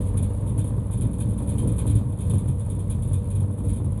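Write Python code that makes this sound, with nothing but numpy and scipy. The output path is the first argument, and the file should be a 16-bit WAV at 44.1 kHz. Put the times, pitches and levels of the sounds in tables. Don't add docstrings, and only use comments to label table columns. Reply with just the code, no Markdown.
import sys
import numpy as np
from scipy import signal
from scipy.io import wavfile
from scipy.ndimage import uniform_filter1d

SR = 44100
rng = np.random.default_rng(int(sys.argv[2]) if len(sys.argv) > 2 else 0)


def transcribe(signal):
    frames = np.atleast_2d(signal).T
    limited = np.clip(frames, -1, 1)
    pcm = np.round(limited * 32767).astype(np.int16)
    wavfile.write(sys.argv[1], SR, pcm)


N = 176400


def amp(db):
    return 10 ** (np.asarray(db) / 20)


def unit(x):
    return x / np.sqrt(np.mean(x ** 2) + 1e-20)


def curve(table):
    times, values = np.transpose(table)
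    return np.interp(np.arange(N) / SR, times, values)


def colour(x, points):
    hz, db = np.transpose(points)
    bins_hz = abs(np.fft.fftfreq(16384, 1 / SR))
    log_gain = np.log(amp(np.interp(np.log(bins_hz + 1), np.log(hz), db)))
    taps = np.fft.ifft(np.exp(np.conj(signal.hilbert(log_gain)))).real
    return signal.fftconvolve(x, taps[:len(taps) // 2])[:N]


def with_modes(x, modes):
    out = x
    for hz, width, db in modes:
        decay = np.exp(-np.pi * width / SR)
        pole = decay * np.exp(2j * np.pi * hz / SR)
        out = out + 2 * amp(db) * signal.lfilter([1 - decay], [1, -pole], x).real
    return out


def resonate(x, hz, width_hz):
    turn = np.exp(2j * np.pi * np.cumsum(hz) / SR)
    decay = np.exp(-np.pi * width_hz / SR)
    return 2 * (turn * signal.lfilter([1 - decay], [1, -decay], x / turn)).real


def steadied(x, samples):
    window = np.hanning(samples)
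    local_power = abs(signal.fftconvolve(x ** 2, window / window.sum(), "same"))
    return x / np.sqrt(local_power + np.mean(x ** 2) / 20)


# frequency in Hz, gain in dB.
RUMBLE_TONE = [(15, -37), (36, -20.5), (48, -5.5), (58, -4.5), (80, -5), (130, -27), (400, -64.5)]
# time in seconds, level in dB.
RUMBLE_SWELLS = [(0, -27), (1.0, -31.5), (1.95, -24.5), (2.13, -38), (2.29, -24.5), (2.36, -32),
                 (3.15, -31), (3.4, -30), (3.53, -42.5), (3.7, -22.5), (3.8, -33.5)]
def rumble():
    noise = colour(rng.standard_normal(N), RUMBLE_TONE)
    return steadied(noise, samples=6000) * amp(curve(RUMBLE_SWELLS))


# start in seconds, strength in dB.
JOLTS = [(0.0094, -40), (0.0648, -37.5), (0.1694, -29), (0.224, -30.5), (0.4675, -37.5), (0.4907, -38.5),
         (0.577, -33), (0.588, -31), (0.6412, -36.5), (0.6757, -36.5), (0.9087, -34.5), (0.928, -33.5),
         (0.974, -37), (1.009, -29.5), (1.13, -37), (1.1837, -37), (1.201, -29), (1.287, -38.5),
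         (1.377, -34.5), (1.418, -38), (1.472, -36.5), (1.491, -29.5), (1.532, -38), (1.5811, -29),
         (1.619, -35), (1.6727, -31.5), (1.7144, -36), (1.762, -38.5), (1.7814, -26), (1.866, -28.5),
         (1.897, -31), (1.95, -30.5), (2.186, -38), (2.2048, -32), (2.2635, -39.5), (2.297, -29.5),
         (2.335, -31.5), (2.38, -32.5), (2.4773, -34), (2.5955, -36.5), (2.699, -33), (2.7901, -36.5),
         (2.8983, -29), (3.02, -34.5), (3.0749, -38), (3.1294, -30.5), (3.302, -33.5), (3.349, -34),
         (3.4, -37.5), (3.6377, -40), (3.68, -37.5), (3.692, -35), (3.7298, -35), (3.759, -36.5)]
def shaking():
    rise_s, hold_s, burst_fall_s, buzz_db = 0.0014, 0.0095, 0.019, -49.5
    spits_per_s, spit_db, spit_fall_s = 31, -39.5, 0.0082
    age = np.arange(SR // 4) / SR
    rise = np.minimum(age / rise_s, 1)
    burst = rise * np.exp(-np.maximum(age - hold_s, 0) / burst_fall_s)
    spit = amp(spit_db) * rise * np.exp(-age / spit_fall_s)
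    kicks = np.zeros(N)
    for start, db in JOLTS:
        kicks[round(start * SR)] = amp(db)
    touches = (rng.random(N) < spits_per_s / SR).astype(float)
    power = signal.fftconvolve(kicks ** 2, burst ** 2) + signal.fftconvolve(touches, spit ** 2)
    return np.sqrt(amp(buzz_db) ** 2 + abs(power[:N]))


# start in seconds, pitch in Hz, level in dB.
METAL_NOTES = [(0.586, 3200, -55), (1.475, 2470, -58), (1.578, 3150, -48.5), (1.869, 3950, -54),
               (3.135, 3600, -54)]
def metal_chirps():
    bend, roughness = 0.11, 0.013
    rise_s, fade_60_db_s = 0.0043, 0.31
    age = np.arange(SR // 4) / SR
    settling = np.exp(-age / rise_s)
    out = np.zeros(N)
    for start, hz, db in METAL_NOTES:
        waver = roughness * unit(uniform_filter1d(rng.standard_normal(len(age)), size=100))
        turns = np.cumsum(hz * (1 - bend * settling + waver)) / SR
        note = amp(db - 60 * age / fade_60_db_s) * (1 - settling) * np.sin(2 * np.pi * turns)
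        out[round(start * SR):][:len(age)] += note
    return out


# frequency in Hz, gain in dB.
SIZZLE_TONE = [(2500, -36), (4500, -31), (6500, -20), (8200, -11.5), (9300, -1), (10100, 2.5), (10600, 1),
               (11500, -7.5), (12200, -37)]
# frequency in Hz, gain in dB.
RING_TONE = [(1000, -6.5), (1700, -5.5), (2000, -18.5), (2400, -2.5), (2800, -8.5), (3500, -1.5),
             (5000, -12.5), (8000, -9)]
# frequency in Hz, width in Hz, strength in dB.
METAL_MODES = [(2216, 15, 10.5), (2452, 20, 4.5), (3190, 68, 3.5), (3573, 50, 7)]
def metal_rattle(shake):
    chatter_hz, chatter_depth, ticks_per_s, spread_db = 58.1, 0.12, 4600, 1.5
    sizzle_db, ring_db, fade_60_db_s = -8.5, -18.5, 0.18
    speed = curve(ENGINE_PITCH)
    turns = np.cumsum(chatter_hz * speed / speed.mean()) / SR
    force = shake * unit(np.exp(chatter_depth * (1 - 2 * (turns % 1))))
    ticks = (rng.random(N) < ticks_per_s / SR) * rng.choice([-1, 1], N)
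    tick_sizes = amp(spread_db * np.clip(rng.standard_normal(N), -2, 2))
    hits = unit(ticks * tick_sizes) * force
    sizzle = unit(colour(hits, SIZZLE_TONE))
    strike = force ** 1.17
    decay = np.exp(-2 * np.log(1000) / (fade_60_db_s * SR))
    energy = signal.lfilter([1], [1, -decay], strike ** 2)
    lingering = unit(np.sqrt(energy) * rng.standard_normal(N))
    ring = unit(with_modes(colour(0.6 * unit(hits) + lingering, RING_TONE), METAL_MODES))
    return hits.std() * (amp(sizzle_db) * sizzle + amp(ring_db) * ring)


# frequency in Hz, width in Hz, strength in dB.
STANDING_WAVES = [(212, 14.3, 0.5), (293.8, 13.6, 7), (411, 42, -3), (483, 11, 10), (569, 29, -1),
                  (932, 21, -2.5)]
def pipe(x, tone):
    return with_modes(colour(x, tone), STANDING_WAVES)


# frequency in Hz, gain in dB.
RUSH_TONE = [(150, -34.5), (350, -2.5), (480, 0), (620, 0), (730, -8), (860, -5), (1040, -4), (1400, -18),
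             (2000, -23), (6000, -39.5)]
# time in seconds, level in dB.
RUSH_SWELLS = [(0, -43), (1.1, -45.5), (1.8, -43), (2.1, -46), (2.33, -44), (2.6, -47.5), (4, -45.5)]
def outlet_rush(flow):
    noise = pipe(flow * rng.standard_normal(N), RUSH_TONE)
    return unit(noise) * amp(curve(RUSH_SWELLS))


# frequency in Hz, gain in dB.
BURBLE_TONE = [(50, -31), (110, -4.5), (170, 8.5), (260, -2), (340, -10), (480, -14.5), (2000, -67.5)]
# time in seconds, level in dB.
BURBLE_SWELLS = [(0.02, -31), (0.1, -36), (0.2, -29), (0.36, -37.5), (0.5, -30), (0.92, -35.5),
                 (1.04, -27.5), (1.22, -33.5), (1.27, -26.5), (1.38, -31), (1.59, -30), (1.66, -23.5),
                 (1.78, -33.5), (1.89, -27.5), (2.15, -35.5), (2.36, -27.5), (2.64, -39.5), (2.73, -32.5),
                 (3.4, -36), (3.68, -30), (3.98, -36)]
def gas_burble(flow):
    noise = pipe(flow * rng.standard_normal(N), BURBLE_TONE)
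    return steadied(noise, samples=4500) * amp(curve(BURBLE_SWELLS))


def gas_flow(bangs):
    stream, puff_s = 1.83, 0.0097
    puffs = signal.lfilter([1], [1, -np.exp(-1 / (puff_s * SR))], bangs)
    return stream + unit(puffs)


CYLINDER_STRENGTHS = [-1, -3.5, -4, -2, -1.5, 2.5, -6.5, 1]
# time in seconds, pitch in Hz.
ENGINE_PITCH = [(0, 97.98), (1.25, 104), (1.8, 106.7), (2.0, 99.02), (3.25, 97.39), (4, 101.8)]
def firings():
    uneven_db, jitter_s = 3.5, 0.0015
    count = np.floor(np.cumsum(curve(ENGINE_PITCH) / 2) / SR)
    due = np.flatnonzero(np.diff(count, prepend=-1))
    late, strong = rng.standard_normal((len(due), 2)).T
    starts = np.clip(due + (late * jitter_s * SR).astype(int), 0, N - 1)
    bangs = np.zeros(N)
    bangs[starts] = amp(np.resize(CYLINDER_STRENGTHS, len(due)) + uneven_db * np.clip(strong, -2, 2))
    return bangs


# frequency in Hz, gain in dB.
BOOM_TONE = [(30, -26.5), (46, -13), (65, -11), (85, 0), (102, -0.5), (125, 3), (160, -9), (205, -13.5),
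             (250, -28), (350, -30), (1200, -85.5)]
# time in seconds, relative level in dB.
BOOM_SWELLS = [(0.02, -29), (0.2, -23), (0.33, -27.5), (0.6, -23.5), (0.71, -29), (0.76, -21), (0.86, -29),
               (1.07, -21.5), (1.11, -53), (1.14, -32), (1.33, -23.5), (1.35, -32), (1.74, -23.5),
               (1.79, -34.5), (1.96, -17), (2.04, -31), (2.07, -23), (2.18, -32), (2.38, -20),
               (2.42, -32.5), (2.49, -20), (2.61, -28), (3.11, -24.5), (3.145, -20), (3.26, -30.5),
               (3.39, -19), (3.59, -30.5), (3.7, -23), (3.77, -31), (3.86, -20.5), (3.98, -30)]
def exhaust_boom(bangs, shake):
    gain_db, note_db, surge_db, lag_s = 1.18, 5, 6, 0.0038
    t = np.arange(N) / SR
    jolt = np.interp(t - lag_s, t, uniform_filter1d(shake, size=900))
    level_db = gain_db + curve(BOOM_SWELLS) + surge_db * (jolt - jolt.mean()) / jolt.max()
    note = resonate(colour(bangs, BOOM_TONE), curve(ENGINE_PITCH), width_hz=22.8)
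    boom = pipe(bangs, BOOM_TONE) + amp(note_db) * note
    return steadied(boom, samples=4000) * amp(level_db)


def scene():
    shake = shaking()
    bangs = firings()
    flow = gas_flow(bangs)
    exhaust = exhaust_boom(bangs, shake) + gas_burble(flow) + outlet_rush(flow)
    return (exhaust + rumble() + metal_rattle(shake) + metal_chirps())[None]


# frequency in Hz, width in Hz.
TREBLE_DIPS = [(5500, 2610), (11025, 720)]
def record(dry):
    low_cut_hz, high_cut_hz, fade_s = 23.7, 12250, 0.006
    out = signal.sosfilt(signal.butter(2, low_cut_hz, "high", fs=SR, output="sos"), dry)
    for hz, width in TREBLE_DIPS:
        out = signal.lfilter(*signal.iirnotch(hz, hz / width, SR), out)
    out = out * signal.windows.tukey(N, 2 * fade_s * SR / N)
    high_cut = signal.firwin(401, high_cut_hz, window=("kaiser", 9), fs=SR)
    return signal.oaconvolve(out, high_cut[None], "same")


dry = scene()
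out = record(dry)
transcribe(out)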